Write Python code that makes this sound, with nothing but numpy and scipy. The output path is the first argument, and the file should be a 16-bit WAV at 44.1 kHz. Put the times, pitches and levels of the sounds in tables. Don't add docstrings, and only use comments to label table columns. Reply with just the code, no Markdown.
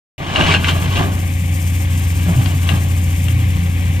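import sys
import numpy as np
from scipy import signal
from scipy.fft import rfft, irfft
from scipy.io import wavfile
from scipy.ndimage import uniform_filter1d, minimum_filter1d

SR = 44100
rng = np.random.default_rng(int(sys.argv[2]) if len(sys.argv) > 2 else 0)


def unload_audio(sound):
    columns = np.transpose(np.atleast_2d(sound))
    steps = np.round(np.clip(columns, -1, 1) * 32767)
    wavfile.write(sys.argv[1], SR, steps.astype(np.int16))


N = 176400
T = np.arange(N) / SR
START_S = 0.18


def amp(db):
    return 10 ** (np.asarray(db) / 20)


def unit(x):
    return x / np.sqrt(np.mean(x ** 2) + 1e-20)


def curve(points):
    return np.interp(T, *np.transpose(points))


def at_hz(points, hz):
    f, value = np.transpose(points)
    return np.interp(np.log(hz + 1), np.log(f + 1), value)


def colour(x, spectrum):
    size = x.shape[-1]
    return unit(irfft(rfft(x) * amp(at_hz(spectrum, np.fft.rfftfreq(size, 1 / SR))), size))


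def wander(hz):
    return unit(irfft(rfft(rng.standard_normal(N)) * np.exp(-(np.fft.rfftfreq(N, 1 / SR) / hz) ** 2), N))


def pan(left_db):
    return unit(amp([[left_db / 2], [-left_db / 2]]))


def pan_bands(x, split_hz, low_db, high_db):
    low = signal.sosfiltfilt(signal.butter(2, split_hz, fs=SR, output="sos"), x)
    return low * pan(low_db) + (x - low) * pan(high_db)


def spread(pair):
    # (frequency [Hz], left-right coherence [0-1])
    coherence = [(60, .999), (200, 0.87), (500, 0.64), (1200, 1), (2400, 1), (4500, 0.43), (14000, 0.66)]
    # (frequency [Hz], left phase lead [rad])
    lead = [(60, -1), (400, 0.82), (1030, -2), (2150, -1.5), (3270, -0.86), (7060, 2), (15000, 6)]
    left, other = rfft(pair)
    hz = np.fft.rfftfreq(N, 1 / SR)
    same = np.clip(at_hz(coherence, hz), 0, 1)
    right = (same * left + np.sqrt(1 - same ** 2) * other) * np.exp(-1j * at_hz(lead, hz))
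    return irfft(np.array([left, right]), N)


def noise(spectrum):
    return colour(spread(rng.standard_normal((2, N))), spectrum)


def grains(per_s, size_db):
    size = amp(size_db * np.minimum(rng.exponential(1, N), 4)) * (rng.random(N) < per_s / SR)
    return unit(spread(size * rng.standard_normal((2, N))))


def add(mix, start_s, sound):
    part = mix[:, max(round(start_s * SR), 0):][:, :sound.shape[1]]
    part += sound[:, :part.shape[1]]


def exhaust_note(cycle, cylinders, firing_waver=0.076, other_waver=0.29):
    # (multiple of engine cycle, level [dB])
    orders = [(4, -18), (4.67, -14), (6, 0), (7, -21), (8, -17), (10, -17), (12, -19), (17, -25), (18, -27),
              (20, -25)]
    # (time [s], level [dB])
    note_level = [(0.25, -33), (0.5, -17), (1.0, -17.5), (1.3, -16.5), (2.0, -15.5), (2.4, -15),
                  (2.8, -14.5), (4, -15.5)]
    note = 0
    for order, db in orders:
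        depth = firing_waver if order == cylinders else other_waver
        waver = 1 + depth * (wander(7.9) + 1j * wander(3.1))
        note += amp(db) * (waver * np.exp(2j * np.pi * (order * cycle + rng.random()))).real
    return unit(note) * amp(curve(note_level))


def turbo(flicker_db=5.3, jitter_hz=60):
    # (time [s], pitch [Hz], level [dB])
    whistle = [(0.6, 10350, -73), (2.8, 10700, -62), (3.7, 11030, -53), (4, 11020, -60)]
    s, hz, db = np.transpose(whistle)
    level = amp(np.interp(T, s, db) + flicker_db * wander(17))
    pitch_hz = np.interp(T, s, hz) + jitter_hz * wander(126)
    return level * np.sin(2 * np.pi * np.cumsum(pitch_hz) / SR)


def engine(cylinders=6, puff=0.44, rattle=0.044, flutter_db=1.0, clatter_db=-33.5):
    # (time [s], firing rate [Hz])
    firing_rate = [(0.78, 88), (1.0, 93), (1.28, 88), (2.22, 88.4), (2.43, 92.7), (2.65, 88), (4, 88.1)]
    # (frequency [Hz], density [dB])
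    roar_spectrum = [(22, -48), (40, -28), (62, -1.5), (85, -4.5), (120, 2.5), (175, 0.5), (220, -9.5),
                     (290, -13.5), (360, -22), (480, -26), (900, -43)]
    clatter_spectrum = [(300, -5.5), (460, -15), (525, 3), (640, -11), (790, 0.5), (880, -15.5),
                        (1150, -5.5), (1380, -19.5), (1800, -4), (2250, 2.5), (2900, -6.5), (3450, -8.5),
                        (4400, -21.5), (7500, -20.5), (13000, -73)]
    # (time [s], level [dB])
    roar_level = [(0.18, -31), (0.45, -22), (1.0, -23), (1.45, -28), (2.1, -26), (2.3, -22), (2.55, -25.5),
                  (2.8, -23.5), (3.1, -27.5), (3.4, -24.5), (4, -26)]
    cycle = np.cumsum(curve(firing_rate)) / SR / cylinders
    firing = np.cos(2 * np.pi * cylinders * cycle)
    note = exhaust_note(cycle, cylinders)
    roar = unit(noise(roar_spectrum) * (1 + puff * firing)) * amp(curve(roar_level))
    clatter = unit(noise(clatter_spectrum) * (1 + rattle * firing) * amp(flutter_db * wander(38)))
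    clatter = pan_bands(clatter * amp(clatter_db), split_hz=2700, low_db=6.5, high_db=9.5)
    return (note + roar) * pan(1.0) + clatter + turbo()


def bucket_ring(focus_hz, detune, focus_oct=0.15, off_focus_db=-10.5, vary_db=1.5):
    # (frequency [Hz], level [dB], t60 [s])
    modes = [(625, -3, 0.075), (1154, -1, 0.079), (1538, 2, 0.042), (1653, -3, 0.093), (2067, 1, 0.035),
             (2310, 3.5, 0.06), (2540, -5, 0.11), (2746, 4.5, 0.059), (2877, 7, 0.042), (3147, 1.5, 0.047),
             (3530, -17, 0.025)]
    t, ring = T[:SR // 5], 0
    for hz, db, t60 in modes:
        louder, sharper = 2 * rng.random(2) - 1
        phase = rng.random() + 0.24 * rng.random((2, 1))
        off_focus = 1 - np.exp(-(np.log2(hz / focus_hz) / focus_oct) ** 2)
        envelope = amp(db + off_focus_db * off_focus + vary_db * louder - 60 * t / t60)
        ring += envelope * np.sin(2 * np.pi * (hz * (1 + detune * sharper) * t + phase))
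    return ring


def scrape(ring_db=-4, crunch_db=-1, judder_db=1.5, bite_db=-20, contacts_per_s=45, contacts=11):
    # (time [s], scraping force [dB])
    force = [(0.18, -37), (0.31, -26.5), (0.365, -21.5), (0.47, -19.5), (0.51, -12), (0.555, -19),
             (0.585, -29), (0.63, -27), (0.692, -16), (0.73, -29.5), (0.9, -27), (0.99, -21), (1.1, -35.5),
             (1.4, -41), (2.3, -32.5), (2.62, -35.5), (2.73, -27.5), (2.85, -38)]
    # (frequency [Hz], density [dB])
    crunch_spectrum = [(100, -32), (300, 3.5), (650, -6), (1100, 6.5), (1380, -6.5), (1600, 3),
                       (1950, -12.5), (2950, 3), (3600, -4), (5000, -13), (8000, -14.5), (15000, -38)]
    slips = unit(grains(per_s=5000, size_db=0.5) * amp(judder_db * wander(64)))
    contact = (T * contacts_per_s).astype(int) % contacts
    ring = 0
    for k, hz in enumerate(rng.permutation(np.geomspace(1100, 3400, contacts))):
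        drive = (slips + slips[0]) * (contact == k)
        ring += signal.oaconvolve(drive, unit(bucket_ring(hz, detune=0.048)), axes=1)[:, :N]
    force_db = curve(force)
    ring = unit(ring) * amp(ring_db + np.minimum(force_db - bite_db, 0) / 2)
    crunch = amp(crunch_db) * colour(slips, crunch_spectrum)
    return pan_bands(ring + crunch, split_hz=850, low_db=-6, high_db=1.5) * amp(force_db)


def rubble():
    # (peak time [s], level [dB], rise [s], fall [s])
    slides = [(0.22, -26.5, 0.035, 0.34), (0.405, -14, 0.053, 0.088), (0.76, -27.5, 0.084, 0.14),
              (1.013, -19.5, 0.044, 0.09), (2.29, -26, 0.027, 0.083), (2.43, -31.5, 0.034, 0.15),
              (2.71, -28, 0.045, 0.13)]
    # (frequency [Hz], density [dB])
    spectrum = [(100, 5), (260, 2.5), (400, 1), (480, -13), (600, 1), (780, 0), (950, -6), (1160, 0.5),
                (1350, -14), (1600, -7.5), (10000, -54)]
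    level = 0
    for s, db, rise_s, fall_s in slides:
        level += amp(db) * np.where(T < s, np.exp(-((T - s) / rise_s) ** 2), np.exp(-abs(T - s) / fall_s))
    return colour(grains(per_s=2000, size_db=1.5), spectrum) * level * pan(-0.73)


def knocks(crack_rise_s=0.00069, ring_rise_s=0.00061):
    # (time [s], crack level [dB], crack decay [s], ring level [dB], focus [Hz])
    blows = [(0.3585, -19, .016, -15, 2950), (0.409, -20, .022, -16, 2880),
             (0.4635, -17.5, .018, -22, 2800), (0.506, -16, .022, -19, 3100),
             (0.5125, -23, .006, -16.5, 2330), (0.5385, -16.5, .011, -20, 2730),
             (0.546, -24, .006, -11, 1535), (0.548, -24, .006, -13.5, 2520),
             (0.6435, -16.5, .009, -10.5, 1950), (0.6825, -16.5, .018, -19, 2800),
             (2.4582, -13.5, .0035, -28, 2880), (2.6892, -12.5, .005, -19, 2850),
             (3.2835, -19.5, .002, -24, 3100)]
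    # (frequency [Hz], density [dB])
    crack_spectrum = [(200, -45), (700, -13), (1200, 0.5), (1800, 2.5), (2900, 6), (3800, -0.5),
                      (5500, -11.5), (9000, -19), (15000, -60)]
    # (time [s], left minus right [dB])
    position = [(0.5, 1.5), (2.4, 12)]
    out, t = np.zeros((2, N)), T[:SR // 5]
    for s, crack_db, decay_s, ring_db, focus_hz in blows:
        burst = rng.standard_normal(len(t)) + .5 * rng.standard_normal((2, len(t)))
        crack = colour(burst, crack_spectrum) * np.exp(-t / decay_s) * (1 - np.exp(-t / crack_rise_s))
        ring = bucket_ring(focus_hz, detune=0.002) * (1 - np.exp(-t / ring_rise_s))
        left_db = np.interp(s, *np.transpose(position))
        add(out, s, pan(left_db) * (amp(crack_db) * crack + amp(ring_db) * ring))
    return out


def thuds_and_hum(sag=0.04):
    # (time [s], pitch [Hz], level [dB], half-width [s])
    low_pulses = [(0.405, 40, -25, .03), (0.495, 157, -16.5, 0.048), (2.3, 172, -10, 0.025),
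                  (2.385, 123.4, -6, 0.034), (2.557, 135, -13, 0.013), (2.738, 160, -10, 0.0065),
                  (3.38, 116.7, -15, 0.16)]
    out = 0
    for s, hz, db, width_s in low_pulses:
        t = T - s
        phase = 2 * np.pi * hz * t * (1 - sag * t / width_s / 2)
        out += amp(db) * np.exp(-(t / width_s) ** 2) * np.sin(phase)
    return out


def insects(chirps_per_s=14.6, chirp_s=0.022, chorus_db=-40, rasp_db=1.5, fade_s=0.88):
    # (first chirp [s], last chirp [s], level [dB])
    runs = [(0.627, 0.823, -28), (0.918, 1.052, -35.5), (1.142, 1.47, -35), (1.552, 1.819, -30.5),
            (1.927, 2.099, -32.5), (2.17, 2.823, -32), (2.91, 3.308, -32.5), (3.407, 3.502, -36.5),
            (3.57, 3.945, -38.5)]
    # (frequency [Hz], density [dB])
    spectrum = [(3000, -53), (4600, -2.5), (5500, -1), (7400, 5.5), (9300, 4.5), (11500, -4), (13300, 3),
                (15500, -6.5)]
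    power = np.full(N, amp(chorus_db) ** 2)
    for first_s, last_s, db in runs:
        for s in np.linspace(first_s, last_s, round((last_s - first_s) * chirps_per_s) + 1):
            power += amp(db) ** 2 * np.exp(-((T - s) / chirp_s) ** 2)
    hiss = unit(noise(spectrum) * amp(rasp_db * wander(370)))
    fade_in = np.clip((T - START_S) / fade_s, .3, 1)
    return pan_bands(hiss, split_hz=6800, low_db=-5.0, high_db=12.0) * np.sqrt(power) * fade_in


def quarry_scatter(x, t60_s=0.1, delay_s=0.008, echoes_per_s=2000):
    t = T[:SR // 2]
    echoes = rng.standard_normal((2, len(t))) * (rng.random((2, len(t))) < echoes_per_s / SR)
    tail = echoes * (t > delay_s) * amp(-60 * t / t60_s)
    tail = tail + .5 * tail[::-1]
    return signal.fftconvolve(x, tail / np.linalg.norm(tail[0]), axes=1)[:, :N]


def scene():
    digging = scrape() + knocks() + rubble()
    return engine() + digging + amp(-7.5) * quarry_scatter(digging) + thuds_and_hum() + insects()


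def record(dry, ceiling=0.95, recover_s=0.01, cutoff_hz=15500):
    gated = dry * np.clip((T - START_S) * SR / 64, 0, 1)
    size = round(recover_s * SR)
    gain = ceiling / np.maximum(abs(gated).max(0), ceiling)
    gain = uniform_filter1d(minimum_filter1d(gain, size), size)
    lowpass = signal.firwin(511, cutoff_hz, window=("kaiser", 9), fs=SR)
    return signal.oaconvolve(gated * gain, lowpass[None], "same")


dry = scene()
out = record(dry)
unload_audio(out)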